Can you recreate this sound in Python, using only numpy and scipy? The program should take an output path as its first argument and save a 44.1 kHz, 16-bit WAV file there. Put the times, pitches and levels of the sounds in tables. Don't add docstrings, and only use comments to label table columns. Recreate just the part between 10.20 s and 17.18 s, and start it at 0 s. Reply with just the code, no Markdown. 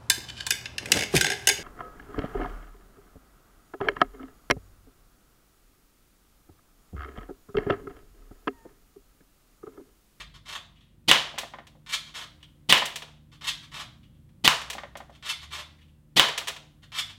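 import sys
import numpy as np
from scipy import signal
from scipy.fft import rfft, irfft, next_fast_len
from scipy.io import wavfile
from scipy.ndimage import uniform_filter1d

SR = 44100
rng = np.random.default_rng(int(sys.argv[2]) if len(sys.argv) > 2 else 0)


def voltage_ratio(level):
    return 10 ** (np.asarray(level, float) / 20)


def generate_wav(sig):
    pcm = np.round(np.clip(np.atleast_2d(sig).T, -1, 1) * 32767).astype(np.int16)
    wavfile.write(sys.argv[1], SR, pcm)


N = 307806
TIME = np.arange(N) / SR

# (frequency [Hz], level [dB])
AIR = [(12, -31.5), (20, -5.5), (60, -1), (142, 0), (310, -17.5), (357, -19.5), (434, -31.5), (499, -25),
       (678, -35.5), (849, -36), (3250, -44.5), (6000, -49.5), (9140, -47), (13500, -49), (16000, -48.5)]
AIR_DB = -52
RUMBLE_DB, PASSING_DB, PASSES_S, PASSING_S = -9.5, 7, 3.9, .9
# (frequency [Hz], level [dB])
MOTOR = [(75.4, -65.5), (150.7, -60), (226.1, -67), (301.5, -70.5)]
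# (time [s], level [dB])
MOTOR_LOAD = [(0, -8), (1.9, -2), (3.2, 2), (4.1, -0.5), (4.6, -3.5), (5.8, -2.5), (6.4, 1), (6.98, -0.5)]
MAINS_DB, SURGE_DB, SURGE_S, MAINS_SAG_DB = -62.5, 15, 0.2, -11.5
# (time [s], pitch [Hz], level [dB])
VEHICLE = [(4.4, 60.9, -49.5), (4.63, 64.9, -57.5), (4.92, 64.46, -56), (5.114, 69.4, -66),
           (5.203, 73.5, -52), (5.571, 79.35, -56), (5.92, 75.7, -66), (6.501, 94.4, -73),
           (7.05, 97.1, -51.5)]

# (time [s], level [dB], brightness [dB])
BOUNCES = [(.9572, -25, -11), (1.1554, -39, -16), (1.1834, -17.5, 6.5), (1.2137, -32.5, -4),
           (1.4686, -40, 2), (2.5742, -18.5, -1), (2.6545, -20, 11.5), (2.7244, -46, 3), (2.7574, -21, 7.5),
           (2.82, -28, -8.5), (2.8794, -43.5, -14), (4.0899, -58.5, -7), (4.3288, -24.5, -33),
           (4.4143, -27, -1), (4.4999, -20.5, 6.5), (4.5301, -27, 2), (4.7695, -35.5, 14),
           (4.8994, -55.5, 5), (6.0437, -30, -19), (6.0838, -16.5, -13), (6.1768, -15, 5.5),
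           (6.2719, -21, -1), (6.2805, -17, 4), (6.3629, -31.5, -6)]
# (frequency [Hz], density [dB per Hz])
BOARDS = [(240, -43.5), (400, -7), (719, -3.5), (1420, -5), (3500, 2.5), (4900, -7), (6640, -8.5),
          (12500, -20), (16000, -25)]
BOARD_BASS_DB, DULL_BASS, RATTLE_S = 4, .3, 0.00027
# (time [s], level [dB], panel ring [Hz], softness [dB])
TAPS = [(1.14, -34.5, 676, 28), (1.178, -24.5, 1030, -4), (1.231, -28, 680, 7), (1.336, -30, 1025, 5),
        (1.385, -33, 700, 3), (1.551, -47.5, 502, 25), (2.618, -17.5, 1000, -1), (4.55, -30, 730, 20),
        (4.581, -26, 1150, -4), (4.634, -28.5, 597, 4), (4.753, -29, 630, 3.5), (4.802, -32, 754, 7.5),
        (4.895, -39, 668, 19.5), (6.212, -30.5, 1250, -3), (6.298, -31, 1250, -8)]
# (frequency [Hz], density [dB per Hz])
TRAP = [(120, -33), (200, 2), (640, 3.5), (1440, 4), (1610, 2.5), (1890, 7), (2520, -3.5), (3350, -2),
        (4400, -12), (9000, -35), (11700, -70), (19800, -120)]
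TAP_TREBLE_DB, SOFT_DULLS, TAP_S = -2.5, .35, 0.0023

# (frequency [Hz], density [dB per Hz])
PLASTIC = [(180, -64.5), (300, -29), (372, -23), (519, -25), (584, -15), (870, -15.5), (1080, -8.5),
           (1720, -10), (2140, -5.5), (2570, -8), (3460, -3), (5340, -13), (7690, -18.5), (13300, -28.5),
           (16000, -40.5)]
# (time [s], level [dB], length [s], ring [Hz])
TRIGGER = [(0.557, -48.5, 0.094, 2900), (0.607, -49.5, 0.036, 3406), (2.205, -54.5, .02, 2800),
           (2.228, -49, .001, 8500), (2.2296, -40.5, 0.0024, 3000), (2.2425, -45.5, .0027, 3200),
           (2.28, -57, .0081, 3100), (2.915, -53, 0.02, 3080), (2.963, -58, .022, 3120),
           (3.83, -50, 0.047, 3000), (3.95, -62.5, .046, 3223), (5.585, -52.5, .03, 2020),
           (5.612, -48.5, .04, 2870), (5.679, -57.5, .028, 2880)]
LONGEST_TICK_S = .01
# (let go [s], sear catches [s])
PULLS = [
    (1.663, 1.7225),
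    (3.21, 3.270),
    (5.0255, 5.0843),
    (6.7194, 6.775),
]
# (scrape [dB], stop [dB])
PULL_DB = [(-28, -16), (-27, -17), (-26, -18), (-25, -18)]
# (starts [s], picks up a pellet [s], home [s])
RETURNS = [
    (.2505, .283, .347),
    (1.937, 1.948, 2.008),
    (3.512, 3.536, 3.590),
    (5.303, 5.3228, 5.377),
]
# (pick-up [dB], home [dB])
RETURN_DB = [(-28, -25.5), (-27, -29), (-29, -25), (-26, -26.5)]
# (time [s], level [dB], length [s])
GRIPS = [(0.1385, -40.5, 0.029), (1.8493, -38, 0.052), (3.1163, -43.5, 0.033), (3.4257, -39.5, 0.018),
         (4.919, -45.5, 0.036), (5.21, -40, .027), (5.229, -35, 0.0037), (6.621, -48.5, 0.026),
         (6.632, -45, 0.0025), (6.889, -37, 0.028)]
# (bass [dB], treble [dB])
LET_GO, DRAG, STOP = (3.96, -7), (2.5, 1.5), (-8.5, 0.33)
EASE, FEED, HOME, HAND = (4, -5), (10, 2.7), (13, 1.5), (5.2, -1.8)
LET_GO_DB, CREEP_DB, SEAR_DB, SLAM_DB = -6.5, -5, -8.5, 0.5
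SPEEDS_UP = .35
SLAM_AFTER_S, SHUDDER_S, CLACK_S = 0.011, .026, 0.0025
EASE_DB, FEED_DB, LATCH_DB, SETTLE_DB = -9.5, 0.5, 1.5, -2.5
LATCH_AFTER_S, SETTLE_S, SEAT_AFTER_S = 0.0065, 0.034, .005
LAST_STOP_S, LAST_STOP_DB = 0.0002, -30
SWELL = 0.21

# (time [s], level [dB], bass [dB], treble [dB], contact [s])
HITS = [
    (.91375, -1, 0, 0, .0006),
    (2.52514, -1, 0, 0, .0006),
    (4.27727, -1, 0, 0, .0006),
    (5.99627, -1.5, 0, 0, .0006),
]
# (frequency [Hz], density [dB per Hz])
PAPER = [(47, -48), (80, -17.5), (687, -8), (917, -6), (1600, -0.5), (1900, -0.5), (2660, -2.5),
         (3470, -5.5), (5400, -12), (9400, -20), (16000, -29.5)]
# (frequency [Hz], level [dB], decay T60 [s])
PAPER_RING = [(3010, 2.5, 0.0048), (1150, -11, 0.0098)]
# (delay [s], level [dB])
NEAR_ECHOES = [(.0021, -11.5), (.0051, -12.5), (.0069, -16), (.011, -20)]
# (time [s], level [dB], bass [dB], treble [dB], contact [s])
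SHOTS = [
    (.8778, -7.5, 0.5, -1.5, 0.0048),
    (2.4890, -8, -0.5, 0, .003),
    (4.2398, -8.5, 2.5, 0.5, 0.0033),
    (5.9600, -8, 2.5, -1, 0.0042),
]
# (frequency [Hz], density [dB per Hz])
PISTON = [(35, -45.5), (60, -22), (315, -7), (458, -13.5), (1010, -6), (1700, -11.5), (1910, 0.5),
          (2410, -3), (3600, 3), (5210, -9), (7750, -14.5), (14200, -23), (16000, -37.5)]
# (frequency [Hz], level [dB], decay T60 [s])
THUMP = [(142, -32.5, 0.46), (169, -21.5, 0.15), (222, -27.5, 0.25), (321, -23.5, .15)]
# (frequency [Hz], T60 [s])
ROOM_T60 = [(100, 0.31), (260, 0.39), (700, 0.52), (1840, 0.42), (4850, 0.43), (12800, 0.3)]
# (frequency [Hz], level [dB])
MICROPHONE = [(20, -15), (45, -2), (90, -1), (2400, 0), (3400, 1.5), (4400, 0), (5000, -0.5), (7000, 0.5),
              (16000, 0.5)]
TOP_HZ = 15900


def colour(table, size):
    hz, db = np.transpose(table)
    return np.interp(np.log(np.fft.rfftfreq(size, 1 / SR) + 1), np.log(hz), db)


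def causal(db):
    c = irfft(db * np.log(10) / 20)
    c[1:len(c) // 2] *= 2
    c[len(c) // 2 + 1:] = 0
    return np.exp(rfft(c))


def unit(x):
    return x / np.sqrt(np.sum(x ** 2))


def walk(rate):
    k = int(SR / rate)
    held = np.repeat(rng.standard_normal(N // k + 1), k)
    return uniform_filter1d(uniform_filter1d(held, k), k)[:N]


def sine(phase, db):
    return np.sqrt(2) * voltage_ratio(db) * np.sin(phase)


def contacts(events, body, grain_db, gain_db, single=True, swell=.02, ring_db=0, ring_width_hz=100,
             bass_hz=1200, treble_hz=5500, size=4096):
    out, t, hz = np.zeros(N + size), np.arange(size) / SR, np.fft.rfftfreq(size, 1 / SR)
    noise = rng.standard_normal((len(events), size))
    sizes = rng.exponential(size=(len(events), size))
    for (s, db, bass_db, treble_db, length, *ring_hz), knocks in zip(events, noise * voltage_ratio(grain_db * sizes)):
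        if not single:
            knocks = knocks * (1 - np.exp(-t / (swell * length)))
        steepness = 2 if single else 4
        knocks = rfft(knocks * np.exp(-(t / max(length, 1 / SR)) ** steepness))
        shade = colour(body, size)
        shade = shade + bass_db / (1 + (hz / bass_hz) ** 2)
        shade = shade + treble_db / (1 + (treble_hz / (hz + 1)) ** 2)
        shade = shade + sum(ring_db / (1 + ((hz - f) / ring_width_hz) ** 2) for f in ring_hz)
        if single:
            shade = shade - 20 * np.log10(abs(knocks) + np.mean(abs(knocks)) / 20)
        i = int(s * SR)
        out[i:i + size] += voltage_ratio(db + gain_db) * unit(irfft(knocks * causal(shade)))
    return out[:N]


def rings(events, modes, gain_db, rise_s):
    blows, t = np.zeros(N), TIME[:SR]
    for s, db, *_ in events:
        blows[int(s * SR)] = voltage_ratio(db + gain_db)
    swing = sum(-voltage_ratio(db - 60 * t / t60) * np.sin(2 * np.pi * f * t) for f, db, t60 in modes)
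    return signal.fftconvolve(blows, swing * (1 - np.exp(-t / rise_s)))[:N]


def room(rise_s, onset_s, early_db, early_s, sparse_db, edge=2, size=32768):
    t, hz = np.arange(size) / SR, np.fft.rfftfreq(size, 1 / SR) + 1
    noise = rng.standard_normal(size)
    spikes = np.minimum(rng.exponential(size=size), 3)
    spectrum = rfft(noise * voltage_ratio(sparse_db * spikes * np.exp(-t / .03)))
    band_hz, decays = np.transpose(ROOM_T60)
    tail = 0
    for pick, t60 in zip(np.eye(len(decays)), decays):
        share = np.interp(np.log(hz), np.log(band_hz), pick)
        tail = tail + irfft(spectrum * share) * voltage_ratio(-60 * t / t60)
    swell = 1 - np.exp(-np.maximum(t - onset_s, 0) / rise_s)
    return unit(tail * swell * (1 + voltage_ratio(early_db) * np.exp(-(t / early_s) ** edge)))


def heard(x, response, direct_db, echoes=(), travel_s=0):
    path = response.copy()
    path[0] += voltage_ratio(direct_db)
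    for s, db in echoes:
        path[int(s * SR)] += voltage_ratio(direct_db + db)
    return signal.fftconvolve(x, np.append(np.zeros(int(travel_s * SR)), path))[:N]


def room_air():
    size = next_fast_len(N)
    hz = np.fft.rfftfreq(size, 1 / SR)
    air = rfft(rng.standard_normal(size)) * voltage_ratio(colour(AIR, size))
    air = air * voltage_ratio(AIR_DB) / np.std(irfft(air, size))
    low = 1 / (1 + (hz / 350) ** 4)
    passing_db = PASSING_DB / (1 + ((TIME - PASSES_S) / PASSING_S) ** 2)
    rumble = irfft(air * low, size)[:N] * voltage_ratio(RUMBLE_DB + passing_db + 2.0 * walk(2))
    hiss = irfft(air * (1 - low), size)[:N] * voltage_ratio(1.5 + 1.5 * walk(4))
    return rumble + hiss


def motor_hum():
    hum = sum(sine(2 * np.pi * f * TIME + 0.58 * walk(6.2), db + 2.3 * walk(6.6)) for f, db in MOTOR)
    load_s, load_db = np.transpose(MOTOR_LOAD)
    sag_db = MAINS_SAG_DB * np.exp(-((TIME - 5.0) / 0.83) ** 2)
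    mains_db = MAINS_DB + SURGE_DB * np.exp(-TIME / SURGE_S) + sag_db
    mains = sine(2 * np.pi * 48.4 * TIME + .8 * walk(2.3), mains_db)
    return hum * voltage_ratio(np.interp(TIME, load_s, load_db)) + mains


def far_vehicle():
    s, note_hz, note_db = np.transpose(VEHICLE)
    phase = 2 * np.pi * np.cumsum(np.interp(TIME, s, note_hz)) / SR
    fade = np.clip(np.minimum(TIME - s[0], s[-1] - TIME) / 0.061, 0, 1)
    return fade * sine(phase, np.interp(TIME, s, note_db))


def floor_bounces(board_room):
    ticks = [(s, db, BOARD_BASS_DB - DULL_BASS * bright_db, bright_db, RATTLE_S)
             for s, db, bright_db in BOUNCES]
    bounces = contacts(ticks, BOARDS, grain_db=1.0, gain_db=16.5)
    return heard(bounces, board_room, direct_db=-9.5, travel_s=.001)


def trap_taps():
    box = room(rise_s=0.00059, onset_s=0, early_db=2.0, early_s=0.015, sparse_db=6)
    knocks = [(s, db, soft_db, TAP_TREBLE_DB - SOFT_DULLS * soft_db, TAP_S, hz)
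              for s, db, hz, soft_db in TAPS]
    taps = contacts(knocks, TRAP, grain_db=2.0, gain_db=17.5, ring_db=7.5, ring_width_hz=65, treble_hz=3000)
    return heard(taps, box, direct_db=-4, travel_s=.001)


def trigger_creaks(board_room):
    moves = [(s, db, 0, -1.5, length, hz) for s, db, length, hz in TRIGGER]
    ticks = [move for move in moves if move[4] < LONGEST_TICK_S]
    creeps = [move for move in moves if move[4] >= LONGEST_TICK_S]
    trigger = contacts(ticks, PLASTIC, grain_db=3, gain_db=17, ring_db=14.5, ring_width_hz=270)
    trigger = trigger + contacts(creeps, PLASTIC, grain_db=2.5, gain_db=16, ring_db=10.5,
                                 ring_width_hz=600, size=8192)
    return heard(trigger, board_room, direct_db=-2.5)


def strokes():
    scrapes, clacks = [], []
    shudders = [(s, db, *HAND, length) for s, db, length in GRIPS]
    shudders += [(LAST_STOP_S, LAST_STOP_DB, *LET_GO, .012)]
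    for (go, sear), (drag_db, stop_db) in zip(PULLS, PULL_DB):
        fast = go + SPEEDS_UP * (sear - go)
        scrapes += [(fast, drag_db, *DRAG, sear - fast)]
        shudders += [(go, drag_db + CREEP_DB, *LET_GO, sear - go),
                     (sear, stop_db, *STOP, SHUDDER_S)]
        clacks += [(go, drag_db + LET_GO_DB, *LET_GO, CLACK_S),
                   (sear, stop_db + SEAR_DB, *STOP, CLACK_S),
                   (sear + SLAM_AFTER_S, stop_db + SLAM_DB, *STOP, CLACK_S)]
    for (go, feed, home), (feed_db, home_db) in zip(RETURNS, RETURN_DB):
        scrapes += [(go, feed_db + EASE_DB, *EASE, feed - go),
                    (feed, feed_db + FEED_DB, *FEED, home - feed)]
        shudders += [(home, home_db + SETTLE_DB, *HOME, SETTLE_S)]
        clacks += [(feed, feed_db - 2.5, *FEED, CLACK_S),
                   (feed + LATCH_AFTER_S, feed_db + LATCH_DB, *FEED, CLACK_S),
                   (home + SEAT_AFTER_S, home_db, *HOME, CLACK_S)]
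    return scrapes, shudders, clacks


def slide_racking():
    scrapes, shudders, clacks = strokes()
    slide = contacts(scrapes, PLASTIC, grain_db=4.5, gain_db=19.5, single=False, swell=SWELL, size=8192)
    slide = slide + contacts(shudders, PLASTIC, grain_db=4.5, gain_db=19.0, single=False, size=8192)
    slide = slide + contacts(clacks, PLASTIC, grain_db=4.5, gain_db=14)
    slide_room = room(rise_s=.002, onset_s=0, early_db=2, early_s=.025, sparse_db=3)
    return heard(slide, slide_room, direct_db=-7)


def paper_crack():
    near_room = room(rise_s=0.0045, onset_s=0.0019, early_db=12.5, early_s=0.0032, sparse_db=2)
    burst = contacts(HITS, PAPER, grain_db=3.5, gain_db=11)
    burst = heard(burst, near_room, direct_db=6.0, echoes=NEAR_ECHOES)
    sheet = rings(HITS, PAPER_RING, gain_db=10.5, rise_s=.00005)
    faint_echoes = [(s, db - 12.5) for s, db in NEAR_ECHOES]
    return burst + heard(sheet, near_room * voltage_ratio(-13.0), direct_db=-2.5, echoes=faint_echoes)


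def piston_slam():
    far_room = room(rise_s=.005, onset_s=.0022, early_db=0, early_s=.026, sparse_db=4, edge=4)
    slam = heard(contacts(SHOTS, PISTON, grain_db=4, gain_db=22), far_room, direct_db=-30)
    return slam + rings(SHOTS, THUMP, gain_db=5.5, rise_s=0.0049)


def scene():
    board_room = room(rise_s=.001, onset_s=0, early_db=7, early_s=0.011, sparse_db=3.5, edge=1.2)
    mid = room_air() + motor_hum() + far_vehicle()
    mid = mid + floor_bounces(board_room) + trap_taps()
    mid = mid + trigger_creaks(board_room) + slide_racking()
    mid = mid + paper_crack() + piston_slam()
    side = voltage_ratio(-25) * mid * walk(200)
    return np.array([mid + side, mid - side])


def band_limit(x):
    return signal.sosfilt(signal.butter(12, 16440, fs=SR, output="sos"), x)


def record(dry):
    microphone = irfft(causal(colour(MICROPHONE, size=8192)))
    coloured = signal.fftconvolve(dry, microphone[None], axes=1)[:, :N]
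    top_cut = signal.ellip(8, .2, 50, TOP_HZ, fs=SR, output="sos")
    clipped = np.clip(signal.sosfilt(top_cut, coloured), -1, 1)
    return band_limit(clipped)


dry = scene()
out = record(dry)
generate_wav(out)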